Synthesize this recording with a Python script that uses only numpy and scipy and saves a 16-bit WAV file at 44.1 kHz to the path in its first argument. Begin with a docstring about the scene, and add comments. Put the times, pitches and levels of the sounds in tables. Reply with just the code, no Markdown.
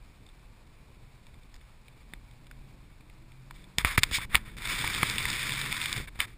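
"""Shelled camera in a snowbound car

A small camera in a closed plastic shell rides in a car that speeds up through snow. At first the cabin is heard
muffled: filtered-noise rumble, engine orders as sines and faint ticks. Fingers then knock the shell (force pulses
through resonances) and rub it (dense grains). Held out of the window it is pelted by snow spray, struck by lumps
and buffeted by wind (swelling noise), then it is pulled back in. One microphone, coarsely sampled."""
import sys
import numpy as np
from scipy import signal
from scipy.fft import rfft, irfft, next_fast_len
from scipy.io import wavfile
from scipy.ndimage import uniform_filter1d

SR = 44100
rng = np.random.default_rng(int(sys.argv[2]) if len(sys.argv) > 2 else 0)


def transcribe(u):
    """Save the signal u as a 16-bit wav file named by the first command-line argument.

    u: samples, shape (n,) or (channels, n), limited to [-1, 1]; the rate is SR.
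    q: integer samples, one column per channel.
    """
    v = np.clip(np.atleast_2d(u).T, -1, 1)
    q = np.round(v * 32767).astype(np.int16)
    wavfile.write(sys.argv[1], SR, q)


N = 280917

# Resonances of the shell, and a dip just below half the converter rate.
# Each row: centre in Hz, width in Hz, gain in dB.
SHELL_RESPONSE = [(1000, 85, 4.5), (1222, 1070, 15), (1803, 600, 6.5), (2290, 860, 18), (3552, 690, 16),
                  (5030, 1730, 12), (5900, 310, -11)]
# Blows on the shell. Each row: start in seconds, peak level in dB, favoured pitch in Hz.
KNOCKS = [(3.7842, -6, 5000), (3.8482, -5, 1850), (3.978, -5, 1500), (3.9812, -9, 1900), (4.0335, 0, 5100),
          (4.0362, -10, 1900), (4.0382, -9, 4000), (4.113, -28, 1500), (4.185, -24, 950),
          (4.3467, -7, 1300), (4.3537, -2, 1900), (4.365, -22, 3500), (4.568, -35, 2500), (4.842, -20, 900),
          (5.0302, -10, 1100), (5.0311, -10, 1200), (6.2033, -8, 3000)]
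# Lumps of snow on the shell. Each row: start in seconds, peak level in dB, favoured pitch in Hz.
SNOW_LUMPS = [(4.875, -19, 2340), (4.948, -20, 3560), (5.099, -15, 4300), (5.1825, -13, 2980),
              (5.228, -21, 4800), (5.254, -16, 1400), (5.302, -17, 5000), (5.3305, -17, 2570),
              (5.494, -20, 2860), (5.521, -19, 3530), (5.6145, -17, 3240), (5.7265, -16.5, 3220),
              (5.8155, -18, 3300), (5.858, -15, 2930), (5.928, -14, 4860)]
# Faint short ticks, dull or bright, while in the cabin.
# Each row: start in seconds, peak level in dB, favoured pitch in Hz.
TICKS = [(.265, -45, 3600), (.289, -47.5, 3580), (1.268, -42, 3820), (1.342, -47.5, 2900),
         (1.433, -49.5, 4000), (1.542, -41, 5600), (1.555, -46, 5660), (1.563, -44.5, 5600),
         (1.612, -47, 2400), (1.882, -43, 3150), (2.136, -28, 1680), (2.312, -46, 3480), (2.468, -46, 3540),
         (2.512, -37.5, 1450), (3.008, -48, 2300), (3.099, -44.5, 2520), (3.319, -45.5, 3108),
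         (3.509, -33, 880), (3.641, -45, 3600)]
# Shoves of the whole shell. Each row: start in seconds, starting level in dB, swing frequency in Hz.
THUMPS = [(2.136, -37.5, 150), (3.7845, -23, 109), (3.8482, -17.5, 59), (3.979, -43, 240),
          (3.9818, -12, 99), (4.0333, -28, 100.6), (4.115, -26.5, 70), (4.184, -28, 99),
          (4.3465, -22.5, 60.3), (4.364, -28, 60), (4.844, -26.5, 100), (5.0307, -19.5, 118),
          (5.0312, -25.5, 264), (6.002, -29, 54.5), (6.158, -38, 70), (6.192, -30.5, 59.6)]
# Skin and cloth dragged over the shell. Each row: touch in seconds, firmest moment in seconds,
# lift in seconds, firmest level in dB, brightness from 0 to 1.
RUBS = [(3.541, 3.56, 3.665, -56, .57), (3.787, 3.788, 3.817, -33, .25), (3.817, 3.818, 3.848, -48, .35),
        (3.849, 3.85, 3.966, -28.5, .24), (3.975, 3.99, 3.997, -28, .7), (3.999, 4.03, 4.11, -42, .3),
        (4.11, 4.148, 4.182, -25.5, 1), (4.182, 4.19, 4.254, -36, .24), (4.295, 4.35, 4.381, -33, .05),
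        (4.381, 4.382, 4.45, -52, .14), (4.45, 4.46, 4.558, -49, .05), (6.072, 6.082, 6.092, -44, .1),
        (6.12, 6.16, 6.19, -55, .2), (6.19, 6.206, 6.258, -34, .25), (6.262, 6.28, 6.35, -55, .2)]
# Wind buffeting the shell. Each row: time in seconds, level in dB.
GUSTS = [(4.56, -56), (4.75, -45), (4.95, -48), (5.23, -45.5), (5.45, -49), (5.7, -46), (5.84, -57),
         (5.99, -40.5), (6.12, -72), (6.2, -66), (6.37, -73)]
# Chance swells of the low boom. Each row: centre in seconds, level in dB.
SWELLS = [(.03, -54.5), (.45, -59), (1.03, -59), (1.6, -63), (2.2, -54.5), (2.58, -53.5), (3.53, -57)]
# Spectrum of the tyre and wind roar. Each row: frequency in Hz, relative density in dB per Hz.
ROAR_SPECTRUM = [(35, -12.5), (60, -8.5), (75, -4.5), (119, 1), (172, -7), (418, -16), (800, -30),
                 (1040, -92), (1760, -120)]
# Course of the engine. Each row: time in seconds, firing-cycle rate in Hz, load in dB.
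ENGINE_COURSE = [(0, 27, -77), (1.1, 30.5, -67), (1.9, 26.5, -62.5), (2.55, 32.32, -60), (2.8, 35.46, -60),
                 (3.15, 38.93, -63), (3.6, 46.5, -55.5), (4.05, 45, -65), (4.4, 53, -52), (4.75, 57.9, -63),
                 (5.05, 54.38, -52), (5.35, 62, -55.5), (5.75, 73, -50.5), (6.37, 75, -85)]
# Engine orders. Each row: multiple of the firing-cycle rate, level in dB relative to the load.
ENGINE_ORDERS = [(2, 7), (2.5, -12), (3, 2), (3.5, -12), (4, 2), (5, -8), (6, -9), (7, -14), (8, -3),
                 (10, -10)]
# Cabin resonances. Each row: centre in Hz, width in Hz, gain in dB.
CABIN_MODES = [(125.6, 25, 2), (199, 35, -2.5), (256, 43, -4), (318, 35, -1)]
# Spectrum of the cabin hiss. Each row: frequency in Hz, relative density in dB per Hz.
HISS_SPECTRUM = [(240, -10), (400, -11.5), (546, -6.5), (645, -7.5), (984, -4.5), (1270, -8), (1370, -9.5),
                 (2030, -11.5), (2320, -5), (2740, -12.5), (3270, -16), (3910, -12.5), (5700, -18),
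                 (7410, -64), (12500, -120)]
# How far the channels differ. Each row: frequency in Hz, side minus mid in dB.
CHANNEL_DIFFERENCE = [(30, -50), (125, -39), (300, -27), (600, -24), (1200, -30), (2200, -33), (4500, -32),
                      (9000, -31), (13000, -24)]


def from_db(db):
    """Amplitude ratio: 20 dB is a factor of ten."""
    return 10 ** (np.asarray(db) / 20)


def rms_one(x):
    """Normalisation of a signal to unit effective value."""
    return x / np.sqrt(np.mean(x ** 2) + 1e-20)


def in_time(rows):
    """Linear interpolation: each column after the time becomes a curve over all samples."""
    s, *columns = np.transpose(rows)
    return [np.interp(np.arange(N) / SR, s, c) for c in columns]


def drift(rate_hz):
    """Slow fluctuation of unit rms: noise at every 20th sample through a double one-pole low-pass."""
    r = np.exp(-40 * np.pi * rate_hz / SR)
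    noise = rng.standard_normal(N // 20 + 4002)
    slow = signal.lfilter([1], [1, -2 * r, r * r], noise)[4000:]   # the filter has settled
    return np.interp(np.arange(N) / 20, np.arange(len(slow)), rms_one(slow))


def band(x, low_hz, high_hz):
    """Band limitation by a Butterworth filter."""
    return signal.sosfilt(signal.butter(2, [low_hz, high_hz], "band", fs=SR, output="sos"), x)


def shaped(x, spectrum):
    """Spectral weighting: multiplication by a dB curve over log frequency."""
    hz, db = np.transpose(spectrum)
    size = next_fast_len(N)
    grid = np.maximum(np.arange(size // 2 + 1) * SR / size, 1)
    gain = from_db(np.interp(np.log(grid), np.log(hz), db))
    return irfft(rfft(x, size) * gain, size)[:N]


def coloured(spectrum):
    """Stationary noise of unit rms with the given spectrum, falling away below it towards 5 Hz."""
    return rms_one(shaped(rng.standard_normal(N), [(5, -90)] + spectrum))


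def peak(x, hz, width_hz, db):
    """Second-order resonance that lifts or cuts around one frequency."""
    a, w = from_db(db / 2), 2 * np.pi * hz / SR
    q = np.sin(w) * width_hz / hz / 2
    return signal.lfilter([1 + q * a, -2 * np.cos(w), 1 - q * a], [1 + q / a, -2 * np.cos(w), 1 - q / a], x)


def shell(force, brightness=0.46):
    """Modal excitation: soft contacts drive the lower modes of the shell, hard ones the upper."""
    x = force
    treble = from_db(26 * (np.clip(brightness, 0, 1) - .4))
    for _ in range(2):
        low = signal.lfilter([.3], [1, -.7], x)
        x = low + treble * (x - low)
    for hz, width_hz, db in SHELL_RESPONSE:
        x = peak(x, hz, width_hz, db)
    return x


def grains(per_s, spread_db, bed):
    """Shot noise: dense grains of uneven size in clumps, on a bed of fine noise."""
    sizes = from_db(spread_db * np.minimum(rng.exponential(1, N), 5)) * rng.choice([-1, 1], N)
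    born = rng.random(N) < per_s * from_db(5.0 * drift(60)) / SR
    fine = rng.standard_normal(N) * from_db(2.0 * drift(26))
    return rms_one(sizes * born) + bed * fine


def blows(rows, crunch_ms, focus_db, wall_db):
    """Impact: a sharp contact, then a decaying crunch, 20 dB down after crunch_ms, drives the shell.

    The struck spot favours modes near one pitch, and the wall of the shell flexes under the blow."""
    out, t = np.zeros(N), np.arange(2000) / SR
    decay = np.exp(-t * 1000 / crunch_ms * np.log(10))
    for s, peak_db, spot_hz in rows:
        force = 0.41 * rng.standard_normal(len(t)) * decay
        force[0] = -1   # the sharp contact
        hardness = .49 + 0.087 * np.log2(spot_hz / 2500)   # higher spots are struck harder
        sound = shell(peak(force, spot_hz, 0.71 * spot_hz, focus_db), hardness)
        sound = peak(sound, 880, 480, wall_db)   # flexing of the wall
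        i = round(s * SR)
        out[i:i + len(t)] += (from_db(peak_db) * sound / np.abs(sound).max())[:N - i]
    return out


def thumps():
    """Damped oscillation: a shove of the whole shell is one low, quickly decaying swing."""
    cycles, jolt = 3.56, 0.91   # swings until 60 dB down; starting phase in radians, a sudden jolt
    out, t = np.zeros(N), np.arange(6000) / SR
    for s, start_db, hz in THUMPS:
        swing = from_db(start_db - 60 * t * hz / cycles) * np.sin(2 * np.pi * hz * t + jolt)
        i = round(s * SR)
        out[i:i + len(t)] += swing[:N - i]
    return out


def rubs():
    """Friction: grainy force that presses in quickly, eases off slowly and lets go within milliseconds."""
    press_db_per_s, ease_db_per_s = 400, 114.5
    out, force = np.zeros(N), grains(4000, 3.1, 1.04)
    for touch, firmest, lift, db, brightness in RUBS:
        i, j = round(touch * SR), min(round((lift + .004) * SR), N)
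        release = np.minimum(np.arange(j - i)[::-1] / (.008 * SR), 1)
        since = np.arange(i, j) / SR - firmest
        pressure_db = db + np.minimum(press_db_per_s * since, -ease_db_per_s * since)
        out[i:j] += release * from_db(pressure_db) * rms_one(shell(force[i:j], brightness))
    return out


def spray():
    """Multiple impact: snow grains pelt the shell, softer and duller in the lee of the window frame."""
    out_s, in_s = 4.568, 6.06   # first and last contact with the airstream
    start_db, sag_db_per_s, lee_db = -33, -1.82, -16
    airstream_bright, lee_bright = 0.42, 0.41
    t = np.arange(N) / SR
    # 0 in the cabin, 1 in the full airstream, with a ramp each way through the window
    exposure = np.interp(t, [out_s, out_s + 0.081, in_s - 0.078, in_s], [0, 1, 1, 0])
    level_db = start_db + sag_db_per_s * (t - out_s) + lee_db * (1 - exposure)
    brightness = lee_bright + (airstream_bright - lee_bright) * exposure + 0.053 * drift(9.5)
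    return (exposure > 0) * from_db(level_db) * rms_one(shell(grains(2500, 3.87, 0.94), brightness))


def rumble():
    """Broadband excitation: lumpy boom of the body and roar of tyres in snow; grip and wind add to both."""
    cabin_boom_db, cabin_roar_db = -55, -60
    grip_s, grip_boom_db, grip_roar_db = 3.78, -42.5, -52
    t = np.arange(N) / SR
    # the hand closes on the shell and shakes it, less as it settles
    shaking = (t > grip_s) * (0.052 + np.exp(-(t - grip_s) / 0.82))
    wind = (t > GUSTS[0][0]) * (t < GUSTS[-1][0]) * from_db(in_time(GUSTS)[0])
    swells = sum(from_db(db) * np.exp(-((t - s) / 0.064) ** 2) for s, db in SWELLS)
    boom_level = from_db(cabin_boom_db + 1.4 * drift(2.7)) + swells
    boom_level += from_db(grip_boom_db) * shaking + from_db(-12) * wind   # less wind in the deepest bass
    roar_level = from_db(cabin_roar_db) + from_db(grip_roar_db) * shaking + wind
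    boom = rms_one(band(rng.standard_normal(N), 15.0, 46))
    boom = rms_one(boom / uniform_filter1d(boom ** 2, size=3000) ** .25)   # the swings stay fairly even
    roar = from_db(2 * drift(12)) * coloured(ROAR_SPECTRUM)
    return boom_level * boom + roar_level * roar


def engine():
    """Harmonic series: orders of the firing cycle waver, and swell where they cross cabin resonances."""
    rate_hz, load_db = in_time(ENGINE_COURSE)
    phase = 2 * np.pi * np.cumsum(rate_hz * (1 + 0.0053 * drift(2.4))) / SR
    out = np.zeros(N)
    for k, db in ENGINE_ORDERS:
        cabin = sum(from_db(top_db) / (1 + (2 * (k * rate_hz - hz) / width_hz) ** 2)
                    for hz, width_hz, top_db in CABIN_MODES)
        tone = np.sin(k * phase + rng.uniform(0, 2 * np.pi))
        out += cabin * from_db(db + 2 * drift(2.5)) * tone
    return from_db(load_db) * out


def buzz():
    """Forced vibration: the shaken shell buzzes faintly, as grains through its modes."""
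    return from_db(-71.0 + 0.97 * drift(5.5)) * rms_one(shell(grains(1500, 2.8, 1.5)))


def hiss():
    """Random noise: the cabin hiss has a fixed spectrum and a slightly wavering level."""
    return from_db(-64.5 + 1.0 * drift(16)) * coloured(HISS_SPECTRUM)


def scene():
    """Superposition: the pressures of all sources add at one microphone, which feeds both channels."""
    contacts = blows(KNOCKS, crunch_ms=2.81, focus_db=11.5, wall_db=8.5) + thumps()
    contacts += blows(SNOW_LUMPS, crunch_ms=3.08, focus_db=11.5, wall_db=5.0)
    contacts += blows(TICKS, crunch_ms=5.28, focus_db=9.0, wall_db=9.0)
    mono = contacts + rubs() + spray() + rumble() + engine() + buzz() + hiss()
    return np.array([mono, mono])


def top_cut(x):
    """Nothing passes above the cut-off."""
    return signal.sosfilt(signal.butter(12, 16410, fs=SR, output="sos"), x)


def record(dry):
    """Sample and hold: each slow sample lasts four steps, mirroring the spectrum about half and full rate."""
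    converter_hz = 12000
    slow = signal.resample_poly(dry, converter_hz, SR, axis=1)
    held = signal.resample_poly(np.repeat(slow, 4, axis=1), SR, 4 * converter_hz, axis=1)
    x = np.pad(held, ((0, 0), (0, 8)))[:, :N]
    low_pass = signal.cheby2(14, 14, 15350, fs=SR, output="sos")   # order, stop-band dB per pass, edge in Hz
    x = signal.sosfiltfilt(low_pass, x)
    # the channels differ by a faint noise that follows the signal
    x = x + shaped(x[0], CHANNEL_DIFFERENCE) * drift(60) * [[1], [-1]]
    mix = np.clip(x, -1, 1)
    return top_cut(mix)


dry = scene()
out = record(dry)
transcribe(out)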